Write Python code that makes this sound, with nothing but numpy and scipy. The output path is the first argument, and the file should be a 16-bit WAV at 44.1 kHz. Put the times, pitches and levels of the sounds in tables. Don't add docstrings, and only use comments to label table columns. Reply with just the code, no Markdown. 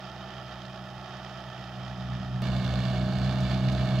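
import sys
import numpy as np
from scipy.fft import rfft, irfft, next_fast_len
from scipy.io import wavfile
from scipy.ndimage import map_coordinates

SR = 44100
rng = np.random.default_rng(int(sys.argv[2]) if len(sys.argv) > 2 else 0)


def waveform_to_disk(signal):
    frames = np.transpose(np.atleast_2d(signal))
    scaled = np.clip(frames, -1, 1) * 32767
    samples = np.round(scaled).astype(np.int16)
    wavfile.write(sys.argv[1], SR, samples)


N = 176400
NEAR_START_S, TOP_HZ = 2.4205, 15780

# time_s, firing_hz
FIRING_RATE = [(0, 63.8), (.7, 63.5), (1.3, 63.7), (1.7, 62.95), (2.3, 62.75), (2.9, 62.85), (3.25, 64),
               (3.6, 63.7), (4, 63.4)]
# time_s, gain_db
EXHAUST_GAIN = [(0, -46), (.8, -46), (1.55, -46), (1.75, -44), (1.95, -38), (2.15, -36.5), (2.4, -34.5),
                (2.44, -29.5), (3.1, -29.5), (3.55, -28), (4, -27.5)]
# firing_multiple, far_db, near_db
EXHAUST_OVERTONES = [(1, -22, -14), (2, -.5, 0), (3, -3.5, -5), (4, -18, -17), (5, -23, -30),
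                     (6, -33, -30.5)]
# time_s, beat_hz
SHAFT_BEAT = [(0, 4.55), (2.2, 4.45), (2.5, 5), (2.9, 4.3), (3.2, 3.7), (4, 3.7)]
# shaft_multiple, relative_db
SHAFT_OVERTONES = [(1, -10), (2, -13), (3, -18.5)]
# frequency_hz, relative_db
RUMBLE_COLOUR = [(20, -20), (45, -23.5), (70, -5), (115, 2.5), (170, 0.5), (220, -1.5), (280, -21),
                 (400, -40), (800, -82)]
# rotor_multiple (rounded in use), far_db, near_db (before the swell)
FLAIL_OVERTONES = [(17, -70, -63.5), (18, -62, -51.5), (20, -61.5, -55.5), (21, -65, -68), (25, -70.5, -59),
                   (34, -56.5, -45.5), (36, -56, -47), (40, -57.5, -52), (44, -60.5, -67),
                   (48, -61.5, -60.5), (70.9, -70, -57.5)]
# time_s, gain_db
FLAIL_NEAR_SWELL = [(2.42, 0), (2.8, -5), (2.96, 2.5), (3.3, -0.5), (3.6, 2.5), (4, 2.5)]
# frequency_hz, relative_db
FAR_COLOUR = [(150, -18), (290, -19.5), (350, -11), (410, -15), (500, -9), (640, -1), (850, -0.5),
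              (1000, -10.5), (1150, -3.5), (1320, 0.5), (1560, -13), (1750, -4), (1950, -7), (2160, -19.5),
              (2400, -10), (2750, -13.5), (3220, -6), (3480, -14.5), (3680, -11), (3980, -19.5),
              (4750, -17.5), (5130, -15.5), (5450, -21.5), (6500, -27), (7500, -37), (9500, -55.5),
              (15500, -56)]
NEAR_COLOUR = [(150, -8), (280, 1.5), (400, -4), (490, -4), (570, 3.5), (700, 6), (820, 4), (960, -5.5),
               (1100, 1.5), (1400, -3), (1750, 1), (2000, -14), (2220, -1), (2540, -12.5), (2870, -3.5),
               (3220, -8), (3530, -2.5), (3880, -10), (4300, -4), (4750, -10), (5500, -18), (6500, -19.5),
               (7500, -26.5), (8500, -31), (10000, -37.5), (15500, -36)]
# time_s, level_db
FAR_LOUDNESS = [(0, -45), (.35, -44), (.8, -46), (1.02, -46), (1.15, -43.5), (1.45, -44.5), (1.9, -44.5),
                (2.2, -44.5), (2.42, -45.5)]
NEAR_LOUDNESS = [(2.42, -39.5), (2.65, -39), (2.9, -38.5), (3.07, -41), (3.22, -38.5), (3.4, -39),
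                 (3.54, -37.5), (3.62, -40.5), (3.7, -39), (4, -38.5)]
# start_s, level_db
KNOCK_HITS = [(.652, -42), (2.471, -38), (2.648, -36), (3.012, -39), (3.244, -38), (3.513, -37),
              (3.545, -38), (3.685, -34), (3.78, -36), (3.987, -35)]
# frequency_hz, relative_db
KNOCK_SPECTRUM = [(500, -20), (1500, -3), (2600, -4), (4300, 0), (5500, -13), (9000, -32), (15000, -48)]
# start_s, level_db
TICK_HITS = [(2.472, -57), (3.404, -46), (3.722, -46.5)]
# frequency_hz, relative_db
TICK_SPECTRUM = [(1500, -32), (5000, 8), (9000, -8), (15000, -16)]
# frequency_hz, left_minus_right_db
STEREO_BALANCE = [(60, .3), (125, -1.1), (190, -1.5), (270, -2.6), (450, -3.8), (740, -4.9), (1220, -4.3),
                  (2000, -5), (3300, -11), (5500, -12.5), (7000, -5), (9000, 1), (15000, -2)]
# frequency_hz, correlation
STEREO_LIKENESS = [(100, .997), (500, .985), (1000, .96), (2000, .93), (4000, .88), (8000, .7), (12000, .3)]
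# frequency_hz, right_lead_rad
MIC_PORT_PHASE = [(64, .3), (127, .34), (330, .25), (1200, .11), (1800, .2), (2800, .6), (4200, .4),
                  (8000, 0)]
# frequency_hz, relative_db; then its overall level
HISS, HISS_DB = [(100, 0), (8000, 1), (10000, -2.6), (13000, 0), (15500, -2)], -70


def amp(db):
    return 10 ** (np.asarray(db) / 20)


def unit(x):
    return x / np.sqrt(np.mean(x ** 2) + 1e-20)


def along(rows, hz):
    frequencies, values = np.transpose(rows)
    return np.interp(np.log(hz + 1), np.log(frequencies + 1), values)


def curve(rows):
    return np.interp(np.arange(N) / SR, *np.transpose(rows))


def wobble(rate_hz):
    return map_coordinates(rng.standard_normal(2048), [np.arange(N) * rate_hz / SR + 4], mode="mirror")


def filtered(x, response):
    size = next_fast_len(N + SR // 2)
    return irfft(rfft(x, size) * response(np.fft.rfftfreq(size, 1 / SR)), size)[..., :N]


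def noise(colour):
    def mid_and_side(hz):
        width = np.arccos(along(STEREO_LIKENESS, hz)) / 2
        return amp(along(colour, hz)) * [np.cos(width), np.sin(width)]
    mid, side = filtered(rng.standard_normal((2, N)), mid_and_side)
    return unit(np.array([mid + side, mid - side]))


def overtone(turns, order, waver_db, drift_rad, rate_hz):
    phase = 2 * np.pi * round(order) * turns + drift_rad * wobble(rate_hz)
    return unit(np.sin(phase) * amp(waver_db * wobble(rate_hz)))


def diesel(firings):
    gain_db = curve(EXHAUST_GAIN)
    closeness = (gain_db - gain_db.min()) / np.ptp(gain_db)
    drone = 0
    for k, far_db, near_db in EXHAUST_OVERTONES:
        pipe_smear = .36 * (k - 1) ** 2 / k
        tone = overtone(firings + pipe_smear, k, waver_db=1.54, drift_rad=.13, rate_hz=18)
        drone += amp(far_db + closeness * (near_db - far_db)) * tone
    shaft_turns = firings + np.cumsum(curve(SHAFT_BEAT)) / SR + .5
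    shaft = sum(amp(db) * overtone(shaft_turns, k, waver_db=1.5, drift_rad=.16, rate_hz=8)
                for k, db in SHAFT_OVERTONES)
    puffs = unit(noise(RUMBLE_COLOUR) * (1 + .39 * np.cos(2 * np.pi * firings)))
    return amp(gain_db) * (drone + shaft + amp(-9.5) * puffs)


def flail(near, rotor_hz=18.23):
    swell_db = curve(FLAIL_NEAR_SWELL)
    turns = np.cumsum(rotor_hz * (1 + .0014 * wobble(4))) / SR
    hum = 0
    for k, far_db, near_db in FLAIL_OVERTONES:
        tone = overtone(turns + rng.random(), k, waver_db=1.5, drift_rad=.078, rate_hz=12)
        hum += amp(far_db + near * (near_db + swell_db - far_db)) * tone
    return hum


def panels(x, ripple_db=1.6, spacing_hz=45):
    knots = rng.standard_normal(1024)
    ripple = lambda hz: map_coordinates(knots, [hz / spacing_hz]) * np.clip(hz / 1500, 0, 1)
    return unit(filtered(x, lambda hz: amp(ripple_db * ripple(hz))))


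def machinery(firings, colour, loudness, body_pulse, clatter_pulse, sharpness, scatter_db, flutter_db):
    stroke = firings.astype(int)
    size = amp(scatter_db * rng.standard_normal(512))[stroke]
    lag_cycles = .072 * rng.standard_normal(512)[stroke]
    burst = unit(size * np.exp(-sharpness * (1 + np.cos(2 * np.pi * (firings - lag_cycles)))))
    rush = panels(noise(colour))
    body = filtered(rush, lambda hz: 1 / (1 + (hz / 2300) ** 4))
    clatter = rush - body
    shared_flutter_db = flutter_db * wobble(21.92)

    def pulsing(depth):
        flutter = amp(shared_flutter_db + flutter_db * wobble(45))
        return unit(np.sqrt(1 + (depth * burst) ** 2) * flutter)
    return amp(curve(loudness)) * (body * pulsing(body_pulse) + clatter * pulsing(clatter_pulse))


def at_microphone(x):
    def response(hz):
        lean = amp(np.outer([1, -1], along(STEREO_BALANCE, hz)) / 2)
        phase = np.outer([-1, 1], along(MIC_PORT_PHASE, hz)) / 2
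        return lean / lean.mean(axis=0) * np.exp(1j * phase)
    return filtered(x, response)


def microphone_hiss():
    white = rng.standard_normal((2, N))
    return amp(HISS_DB) * unit(filtered(white, lambda hz: amp(along(HISS, hz))))


def impacts(hits, colour, t60_s, attack_s=.0007):
    envelope = 0
    for start_s, level_db in hits:
        age_s = np.maximum(np.arange(N) / SR - start_s, 0)
        envelope += (1 - np.exp(-age_s / attack_s)) * amp(level_db - 60 * age_s / t60_s)
    return envelope * noise(colour)


def click(height=.055, decay_s=.0012):
    age_s = np.arange(N) / SR - NEAR_START_S
    return height * (age_s >= 0) * np.exp(-np.abs(age_s) / decay_s)


def scene():
    firings = np.cumsum(curve(FIRING_RATE)) / SR
    near = np.clip((np.arange(N) / SR - NEAR_START_S) / .003, 0, 1)
    distant = machinery(firings, FAR_COLOUR, FAR_LOUDNESS, body_pulse=.29, clatter_pulse=.67,
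                        sharpness=1.6, scatter_db=3.0, flutter_db=.64)
    close = machinery(firings, NEAR_COLOUR, NEAR_LOUDNESS, body_pulse=.42, clatter_pulse=.64,
                      sharpness=2.7, scatter_db=2.5, flutter_db=.41)
    harvester = diesel(firings) + flail(near) + (1 - near) * distant + near * close
    knocks = impacts(KNOCK_HITS, KNOCK_SPECTRUM, t60_s=.03)
    hiss = microphone_hiss()
    ticks = impacts(TICK_HITS, TICK_SPECTRUM, t60_s=.052)
    return at_microphone(harvester + knocks) + hiss + click() + ticks


def record(dry):
    return filtered(dry, lambda hz: hz < TOP_HZ)


dry = scene()
out = record(dry)
waveform_to_disk(out)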